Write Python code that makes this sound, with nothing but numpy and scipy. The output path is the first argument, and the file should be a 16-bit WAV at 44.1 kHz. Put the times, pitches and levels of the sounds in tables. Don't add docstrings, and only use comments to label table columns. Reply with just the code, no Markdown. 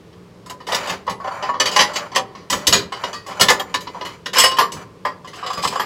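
import sys
import numpy as np
from scipy import signal
from scipy.fft import rfft, irfft, next_fast_len
from scipy.io import wavfile
from scipy.ndimage import uniform_filter1d

SR = 44100
rng = np.random.default_rng(int(sys.argv[2]) if len(sys.argv) > 2 else 0)


def file_out(sig):
    cols = np.atleast_2d(sig).T
    lim = np.clip(cols, -1, 1)
    pcm = np.round(lim * 32767).astype(np.int16)
    wavfile.write(sys.argv[1], SR, pcm)


N = 258008
TIME = np.arange(N) / SR
AGE = np.arange(24000) / SR
BODY_HZ, EDGE_HZ, TOP_HZ = 1400, 6000, 15900
STROKE_ATTACK_S, STROKE_RELEASE_T60_S = 0.018, 0.18
SOFT_TOUCH = 0.07
CHOKE_S = 0.11
PATCHY_DB, PATCH_HZ, FAVOUR_DB = 3.2, 130, 7
STACK_LAG_S = .0022

# (frequency [Hz], relative level per Hz [dB])
AIR = [(24, -58.5), (40, -17), (75, -14.5), (109, -4.5), (144, -11), (180, -3), (231, -14), (455, -9.5),
       (751, -24.5), (1020, -20.5), (1440, -27.5), (4800, -35), (16000, -53.5)]

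# (time [s], relative level [dB], body [dB], edge [dB], rattle t60 [s])
CUP_KNOCKS = [(.1288, -44.5, -8, -20, 0.1), (.4594, -37.5, 4, -6.5, 0.27), (.4969, -25, -2, -10, 0.11),
              (.6674, -23.5, -3.5, -13.5, 0.38), (.6854, -23.5, 4.5, -14, 0.21),
              (.7196, -11.5, -4.5, -18, 0.32), (.7454, -9, -13.5, -11.5, 0.091), (.832, -25, -6, -32, .37),
              (.8716, -19, -4, -16, 0.3), (.8943, -13, -7, -16.5, 0.18), (2.4992, -13, -5.5, -5.5, 0.35),
              (2.526, -9.5, -5.5, -16, 0.1), (2.6685, -3.5, -19, -6, 0.16), (2.725, 0, -12.5, -8.5, .23),
              (3.3965, -10, -4.5, -10.5, 0.29), (3.4092, 1, -11, -10.5, 0.15), (3.484, 1, -11, -19, 0.1),
              (3.4983, -3, -3, -10.5, .16), (3.5961, -18.5, -2, -15.5, 0.1),
              (3.7409, -8, -6.5, -17.5, 0.091), (3.8052, -28.5, -24, -9.5, 0.21),
              (4.0097, -20.5, -2, -29, 0.11), (4.0492, -21, -7, -17, 0.29),
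              (4.2583, -13.5, -14.5, -20.5, 0.15), (4.3313, -16, -9.5, -13.5, 0.52),
              (4.7184, -23.5, -16, -6.5, 0.25), (5.2722, -28.5, -12, -16.5, 0.27),
              (5.3552, -38, -15, -5, 0.22), (5.6342, -20.5, 6, -12, 0.19), (5.6474, -19, 9, -12, 0.079)]
RACK_KNOCKS = [(.6016, -35.5, 0.5, -21, 0.2), (1.0654, -34, 2, -12, 0.065), (1.0751, -23, 7.5, -27, .21),
               (1.0952, -21, -16, -11.5, 0.13), (1.1994, -40.5, 13, -15, 0.37),
               (1.3094, -48.5, 21.5, -26, 0.061), (1.49, -23.5, 9.5, -23, 0.023),
               (1.5369, -30, 8.5, -34, 0.34), (2.3492, -32.5, -1.5, -22, 0.45),
               (2.9204, -20, -3, -18.5, 0.3), (3.036, -15, -3.5, -22, 0.12),
               (3.2623, -30.5, -3, -7.5, 0.58), (3.3074, -27.5, -1, -18, 0.15),
               (3.8695, -24.5, -2.5, -40, 0.08), (3.945, -39, 11, -34, 0.46), (4.5676, -17, -10, -17, 0.18)]
PLATE_KNOCKS = [(1.2436, -31, 12, -29, 0.21), (1.2734, -27.5, 7.5, -21, 0.049),
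                (1.4242, -18.5, 1.5, -20, 0.28), (1.5989, -2, -13.5, -10.5, 0.14),
                (1.6551, -7.5, -14, -13, 0.15), (1.6721, -14, -13, -16, 0.082),
                (1.7124, -16.5, -7.5, -10.5, 0.82), (1.7606, -2.5, -5, -13, 0.088),
                (1.7893, 1, -13, -19.5, 0.09), (1.805, -4, -6, -12, 0.17), (1.934, -24, -9.5, -8, .2),
                (1.9565, -10, -13, -11, 0.13), (2.1163, -29, 0.5, -18, 0.56),
                (2.148, -15, -10.5, -14, 0.15), (2.158, -4.5, -6.5, -11, 0.052),
                (2.174, -16, 0.5, -12, 0.034), (3.1294, -21, -5, -10, 0.34)]
GLASS_KNOCKS = [(3.5961, -16, 1.6, -12, .07)]
BOWL_KNOCKS = [(4.3554, -12.5, -1.5, -24.5, 0.19), (4.366, -5.5, -13.5, -18, 0.44),
               (4.3829, -4.5, -3.5, -2.5, 0.16), (4.3968, -2.5, -25, -6, 0.1),
               (4.4144, -6.5, -23.5, -11.5, 0.22), (4.4354, -1, -8, -11.5, 0.17),
               (4.452, -14, -5, -12, 0.06), (4.5118, -16, -3.5, -18, 0.14)]
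DISH_KNOCKS = [(4.5851, -5.5, -2.5, -15, 0.18), (4.6079, -12.5, -1, -22, 0.16),
               (5.0498, -18, 2.5, -21, 0.2), (5.7249, -26, 3, -12, 0.41), (5.7956, -13.5, -2, -16.5, 0.15)]
SAUCER_KNOCKS = [(5.2445, -36.5, 5, -17, 0.21), (5.3314, -29.5, -6, -20, 0.35),
                 (5.4274, -28.5, 7, -28, 0.72), (5.4615, -19, -4, -19, 0.18), (5.502, -22.5, 5, -17, .07),
                 (5.5294, -21.5, -18, -14, 0.092), (5.5727, -23.5, 2, -15, 0.38),
                 (5.7555, -24.5, 9.5, -13, 0.12)]

# (frequency [Hz], relative level [dB], t60 [s])
CUP = [(1003, 6, 0.17), (1216.5, 3.5, 0.1), (1750, 4, 0.13), (2919, 17, 0.028), (3665, 10.5, 0.051),
       (4060, -7, 0.17), (4080, -9, 0.15), (4610, -7, 0.053), (4830, -1.5, 0.095), (5363, 6, 0.029),
       (6700, -10, 0.059), (7360, -8, 0.1), (8470, -29, .14), (9120, -19.5, 0.15), (9600, -16, 0.05),
       (11300, -25.5, 0.12), (12400, -22, 0.15), (13840, -22.5, .2)]
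RACK = [(646, -16, 0.17), (790, -13, 0.21), (963, -9, 0.15), (1004, 2.5, 0.099), (1032, -7.5, 0.067),
        (1099.5, 0, 0.14), (1250, -5.5, 0.071), (1780, -8.5, 0.11), (1874, -1, 0.031), (2025, -22.5, 0.5),
        (2950, -8, 0.14), (4080, -10, 0.048), (5080, -23, 0.086), (6480, -40, 0.056), (7020, -19.5, 0.19),
        (9950, -30, 0.41), (11300, -32.5, 0.17)]
PLATE = [(595.6, -1, 0.097), (772, -9.5, 0.21), (1027.4, 6, 0.063), (1769, -4.5, 0.11), (2957, -0.5, 0.082),
         (3366, 1, 0.039), (4530, -15, .11), (4610, -1, .07), (6010, 3, 0.044), (6630, -8, 0.089),
         (7470, -5, .11), (9250, -17, .12), (9717, -24, 0.097), (11560, -29, .1), (13100, -27, 0.11)]
GLASS = [(576, -5.5, .09), (1166, 1, 0.11), (1820, -19, 0.16), (3250, 0, 0.07), (5750, -25, .2),
         (7100, -17, 0.22), (9800, -19, .12), (11900, -20, .12), (14260, -12, .12)]
BOWL = [(1050, -2, .22), (2928, 0, .24), (4578, -11, .25), (5216, 0, .17), (7472, -16, .18),
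        (7957, -6, .17), (9232, -14, .18), (11267, -23, .15), (11854, -19, .14), (13049, -18, .15),
        (13948, -19, .15)]
DISH = [(965, -4, 0.058), (1039, 1, 0.063), (1176, -2.5, 0.071), (1681, -2, 0.076), (1902, -3.5, 0.05),
        (3180, -5, 0.053), (4760, -16, 0.23), (6385, -26, 0.09), (7220, -16, 0.25), (9940, -18, 0.16),
        (11920, -16, 0.18), (12560, -27, .15)]
SAUCER = [(738, -2, 0.16), (1030, 9, 0.055), (1138, 12.5, 0.061), (1250, 4.5, 0.098), (1665, 3, 0.046),
          (2932, -10, 0.26), (3460, -2.5, 0.1), (3397, -22, 0.11), (4930, -5, 0.41), (6196, -29, .15),
          (6988, -25, 0.18), (7370, -11, 0.31), (10200, -20, 0.14), (12565, -25, .18)]

# (frequency [Hz], width [Hz], relative level [dB])
STACK = [(510, 133, -1.5), (555, 22, -2), (868, 650, -1.5), (1070, 300, -2.5), (1225, 63, -17.5),
         (1940, 454, 0.5), (2500, 140, -7.5), (3013, 470, -0.5), (3376, 260, -8.5), (3920, 170, -4.5),
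         (4560, 650, -5.5), (5130, 1030, -9.5), (6120, 480, -12.5), (6775, 220, -6), (7890, 450, -14),
         (10030, 970, -20.5), (11520, 180, -19), (13040, 450, -23.5), (15340, 2100, -31)]
# (frequency [Hz], width [Hz], relative level [dB])
SINK = [(60, 29, -11), (86.6, 30, -12.5), (125, 63, -12.5), (192, 73, -4.5), (268, 7.2, 3.5),
        (328, 110, -4.5), (397.7, 12.3, 10), (488, 75, -1), (580, 56, -3.5)]
# (frequency [Hz], width [Hz], relative level [dB])
PLATE_RUB = [(585, 47, 4.5), (816, 220, -11.5), (1010, 144, -4), (1188, 190, -9), (1825, 810, -8.5),
             (2350, 300, -16), (2930, 92, -17), (3180, 180, -9), (4530, 760, -16), (6000, 200, -12.5),
             (6970, 360, -20.5), (7100, 1000, -22.5), (9500, 1100, -32.5), (13100, 3500, -35)]
# (frequency [Hz], width [Hz], relative level [dB])
SAUCER_RUB = [(413, 140, -11), (706, 77, -9), (1090, 390, -15), (1770, 780, -19), (2900, 220, -12),
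              (3500, 2400, -5.5), (5100, 220, 1), (6230, 800, -21), (7700, 760, -6.5), (10300, 1500, -30),
              (13000, 3500, -29)]

# (start [s], length [s], relative level [dB], relative gritty treble [dB])
PLATE_STROKES = [(.69, 0.25, -25, -31.5), (1.23, .27, -25, -42), (1.61, 0.45, -26, -39),
                 (2.5, 0.32, -29.5, -38.5), (2.96, .15, -30, -38.5), (3.28, 0.33, -28.5, -40),
                 (3.66, 0.5, -44.5, -46), (4.33, 0.093, -38.5, -19), (4.75, 0.074, -33.5, -43)]
SAUCER_STROKES = [(5.36, 0.24, -30, -44.5), (5.62, 0.05, -42, -17.5), (5.7, 0.2, -31.5, -42)]
# (time [s], relative level [dB])
BUMPS = [(.898, -30.5), (1.088, -29.5), (2.521, -23), (2.677, -17.5), (2.75, -18), (3.406, -23),
         (4.731, -27.5), (5.572, -27.5), (5.644, -26)]


def undb(db):
    return 10 ** (np.asarray(db) / 20)


def unit(x):
    return x / np.sqrt(np.mean(x ** 2))


def loudest(x, size):
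    return np.sqrt(uniform_filter1d(x ** 2, size).max())


def fade(t60):
    return np.exp(-np.log(1000) * AGE / max(t60, .005))


def add(out, s, x):
    i = max(int(s * SR), 0)
    out[i:i + len(x)] += x[:max(N - i, 0)]


def shape(x, gain):
    n = np.shape(x)[-1]
    return irfft(rfft(x) * gain(np.fft.rfftfreq(n, 1 / SR)), n)


def resonate(x, peaks):
    def gain(f):
        total = 0
        for hz, width_hz, db in peaks:
            damping = (f * width_hz) ** 2
            total = total + undb(db) * damping / (damping + (f * f - hz * hz) ** 2)
        return total
    return shape(x, gain)


def cut(x, hz, kind, order=4):
    return signal.sosfilt(signal.butter(order, hz, kind, fs=SR, output="sos"), x)


def kitchen(hum_hz=176, hum_db=-54, waver=0.27, air_db=-44.5):
    hz, db = np.transpose(AIR)
    noise = rng.standard_normal(N)
    air = shape(noise, lambda f: undb(np.interp(np.log(f + 1), np.log(hz), db)))
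    drift = unit(cut(rng.standard_normal(N), 8.9, "lowpass", order=2))
    hum = np.sin(2 * np.pi * hum_hz * TIME + waver * drift) * (1 + waver * drift)
    return undb(air_db) * unit(air) + undb(hum_db) * unit(hum)


def chime(modes, scatter_db, grip, split=0.00694, twin_db=-6):
    twins = [(hz * (1 + split * (-1) ** k), db + twin_db, t60) for k, (hz, db, t60) in enumerate(modes)]
    hz, db, t60 = np.transpose(list(modes) + twins)
    favour, detune, phase = rng.random((3, len(hz))) - .5
    turns = np.outer(hz * (1 + 2 * grip * detune), AGE) + phase[:, None]
    decay = np.exp(np.outer(-np.log(1000) / t60, AGE).astype(np.float32))
    rings = decay * np.sin((2 * np.pi * turns).astype(np.float32))
    return undb(db + 2 * scatter_db * favour) @ rings


def neighbours(count, spacing_hz=60, hiss=0.87):
    chance = rng.random((count, 4, len(AGE) // 2 + 1))
    awake = chance[:, 0] < SR / len(AGE) / spacing_hz
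    strength = np.sqrt(-np.log(1 - chance[:, 1]))
    chord = irfft(awake * strength * np.exp(2j * np.pi * chance[:, 2]))
    size = int(PATCH_HZ * len(AGE) / SR)
    patches = uniform_filter1d(uniform_filter1d(chance[:, 3] - .5, size), size)
    favour = undb(PATCHY_DB * unit(patches))
    shaken = unit(chord) + hiss * rng.standard_normal(chord.shape)
    return unit(resonate(irfft(rfft(shaken) * favour), STACK))


def chatter(blow, bounce_db, count=4, gap_s=0.0083, loss_db=4.5):
    out = blow.copy()
    gaps_s = gap_s * (.5 + rng.random(count))
    lags = (np.cumsum(gaps_s) * SR).astype(int) + 1
    for k, lag in enumerate(lags):
        out[lag:] += undb(bounce_db - loss_db * k) * blow[:-lag]
    return out


def knocks(table, modes, ring_db, build_s, scatter_db, walls_db, bounce_db, level_db, body_db, edge_db, grip,
           choke_db=2, tail_db=-9, tail_t60=0.14, edge_t60=1.0):
    blows = []
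    rests_s = np.diff([row[0] for row in table], prepend=-1)
    for (_, db, _, _, t60), rest_s, rattle in zip(table, rests_s, neighbours(len(table))):
        rise = 1 - np.exp(-AGE / (build_s * undb(-SOFT_TOUCH * db)))
        spread = rise * (fade(t60) + undb(tail_db) * fade(tail_t60))
        ring = rise * chime(modes, scatter_db, grip)
        echoes = spread * rng.standard_normal(len(AGE))
        echoes = echoes / np.linalg.norm(echoes)
        ring = ring + undb(walls_db) * signal.fftconvolve(ring, echoes)[:len(AGE)]
        clear = undb(ring_db - choke_db * np.exp(-rest_s / CHOKE_S))
        shaken = rattle * spread * (1 - np.exp(-AGE / STACK_LAG_S))
        blow = shaken + clear * ring / loudest(ring, size=400)
        blows.append(chatter(blow, bounce_db))
    body = cut(blows, [420, BODY_HZ], "bandpass")
    clink = cut(blows, [BODY_HZ, EDGE_HZ], "bandpass", order=5)
    edge = cut(blows, EDGE_HZ, "highpass", order=5) * fade(edge_t60)
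    out = np.zeros(N)
    for (s, db, low_db, high_db, _), *bands in zip(table, body, clink, edge):
        gains = undb(level_db + db + np.array([body_db + low_db, 0, edge_db + high_db]))
        add(out, s, sum(gain * band / loudest(band, size=600) for gain, band in zip(gains, bands)))
    return out


def cups():
    return knocks(CUP_KNOCKS, CUP, ring_db=-2, build_s=0.00097, scatter_db=FAVOUR_DB, walls_db=-3.5,
                  bounce_db=-17.5, level_db=-10.5, body_db=5.0, edge_db=8.0, grip=0.012)


def room(x, low_db=-15, low_t60=0.65, high_db=-19, high_t60=0.11):
    build = 1 - np.exp(-AGE / 0.0015)
    low = fade(low_t60) * build * rng.standard_normal(len(AGE))
    high = fade(high_t60) * build * rng.standard_normal(len(AGE))
    tail = undb(low_db) * cut(low / np.linalg.norm(low), BODY_HZ, "lowpass", order=2)
    tail += undb(high_db) * cut(high / np.linalg.norm(high), BODY_HZ, "highpass", order=2)
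    return x + signal.fftconvolve(x, tail)[:N]


def weight(table, level_db, follow=0.5):
    return [(s, level_db + follow * db) for s, db, *_ in table]


def thuds(loads, level_db, deep_db, t60, rise_s=0.0054, top_hz=720):
    power = np.zeros(N)
    for s, db in loads:
        push = undb(db) * (1 - np.exp(-AGE / rise_s)) * fade(t60)
        add(power, s, push ** 2)
    boom = resonate(rng.standard_normal(next_fast_len(N)), SINK)[:N]
    knock = cut(boom, [190, top_hz], "bandpass")
    deep = cut(boom, [60, 190], "bandpass", order=3)
    return undb(level_db) * np.sqrt(power) * (unit(knock) + undb(deep_db) * unit(deep))


def sink():
    loads = weight(CUP_KNOCKS, level_db=-20.5) + weight(PLATE_KNOCKS, level_db=-22)
    loads += weight(BOWL_KNOCKS, level_db=-24) + weight(RACK_KNOCKS + DISH_KNOCKS, level_db=-20)
    answers = thuds(loads, level_db=-6, deep_db=-12, t60=0.43)
    return answers + thuds(BUMPS, level_db=-4, deep_db=-2, t60=0.38)


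def rack():
    return knocks(RACK_KNOCKS, RACK, ring_db=1, build_s=0.0014, scatter_db=8.5, walls_db=-13.5,
                  bounce_db=-15, level_db=-10.0, body_db=8, edge_db=6.0, grip=0.023)


def stroke(length_s):
    age_s = np.arange(max(int(length_s * SR), 1)) / SR
    held = np.minimum(age_s / STROKE_ATTACK_S, 1)
    return np.concatenate([held, held[-1] * fade(STROKE_RELEASE_T60_S)])


def scrapes(strokes, peaks, slips_per_s, body_db, grit_db, smear_t60=0.11):
    low, high = np.zeros((2, N))
    for s, length_s, db, treble_db in strokes:
        add(low, s, undb(body_db + db) * stroke(length_s))
        add(high, s, undb(grit_db + treble_db) * stroke(length_s))
    happens = rng.random(N) < slips_per_s / SR
    slips = happens * undb(2 * np.minimum(rng.exponential(size=N), 3))
    smear = fade(smear_t60) * rng.standard_normal(len(AGE))
    slips = signal.fftconvolve(slips, smear)[:next_fast_len(N)]
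    rub = resonate(slips, peaks)[:N]
    body = unit(cut(rub, [380, 1600], "bandpass", order=3))
    grit = unit(cut(rub, 1624, "highpass"))
    return low * body + high * grit


def jostles(strokes, count=2, spread_db=3, t60=0.056):
    rows = []
    for s, length_s, db, _ in strokes:
        for when, force in rng.random((count, 2)):
            rows.append((s + length_s * when, db + spread_db * (2 * force - 1), 0, 0, t60))
    return sorted(rows)


def sliding():
    rubs = scrapes(PLATE_STROKES, PLATE_RUB, slips_per_s=360, body_db=-6.5, grit_db=-5)
    rubs += scrapes(SAUCER_STROKES, SAUCER_RUB, slips_per_s=160, body_db=-6.5, grit_db=-5)
    catches = knocks(jostles(PLATE_STROKES), PLATE, ring_db=2, build_s=.003, scatter_db=12.0, walls_db=-7,
                     bounce_db=-14.5, level_db=-17.5, body_db=8, edge_db=-13, grip=0.006)
    return rubs + catches


def plates():
    return knocks(PLATE_KNOCKS, PLATE, ring_db=3, choke_db=13.5, build_s=0.0013, scatter_db=4.0, walls_db=-4.5,
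                  bounce_db=-7.5, level_db=-11, body_db=6.0, edge_db=5, grip=0.0054)


def glass():
    return knocks(GLASS_KNOCKS, GLASS, ring_db=6, build_s=0.00063, scatter_db=3.5, walls_db=-5,
                  bounce_db=-16, level_db=-9, body_db=-2, edge_db=3, grip=0.0049)


def bowl():
    return knocks(BOWL_KNOCKS, BOWL, ring_db=0.5, build_s=0.00092, scatter_db=FAVOUR_DB, walls_db=-18,
                  bounce_db=-10.5, level_db=-10, body_db=5, edge_db=6, grip=0.0016)


def dish():
    return knocks(DISH_KNOCKS, DISH, ring_db=2, build_s=0.00073, scatter_db=-0.5, walls_db=-2.5,
                  bounce_db=-12.5, level_db=-10.0, body_db=8.5, edge_db=5.5, grip=0.0042)


def saucer():
    return knocks(SAUCER_KNOCKS, SAUCER, ring_db=5, build_s=0.0012, scatter_db=2.5, walls_db=-5,
                  bounce_db=-10, level_db=-9.5, body_db=6, edge_db=8, grip=0.0125)


def scene():
    crockery = cups() + rack() + plates() + glass() + bowl() + dish() + saucer()
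    return (kitchen() + sink() + room(crockery + sliding()))[None]


def record(dry):
    rounded = dry / (1 + dry ** 4) ** (1 / 4)
    return signal.sosfilt(signal.ellip(10, .2, 70, TOP_HZ, fs=SR, output="sos"), rounded)


dry = scene()
out = record(dry)
file_out(out)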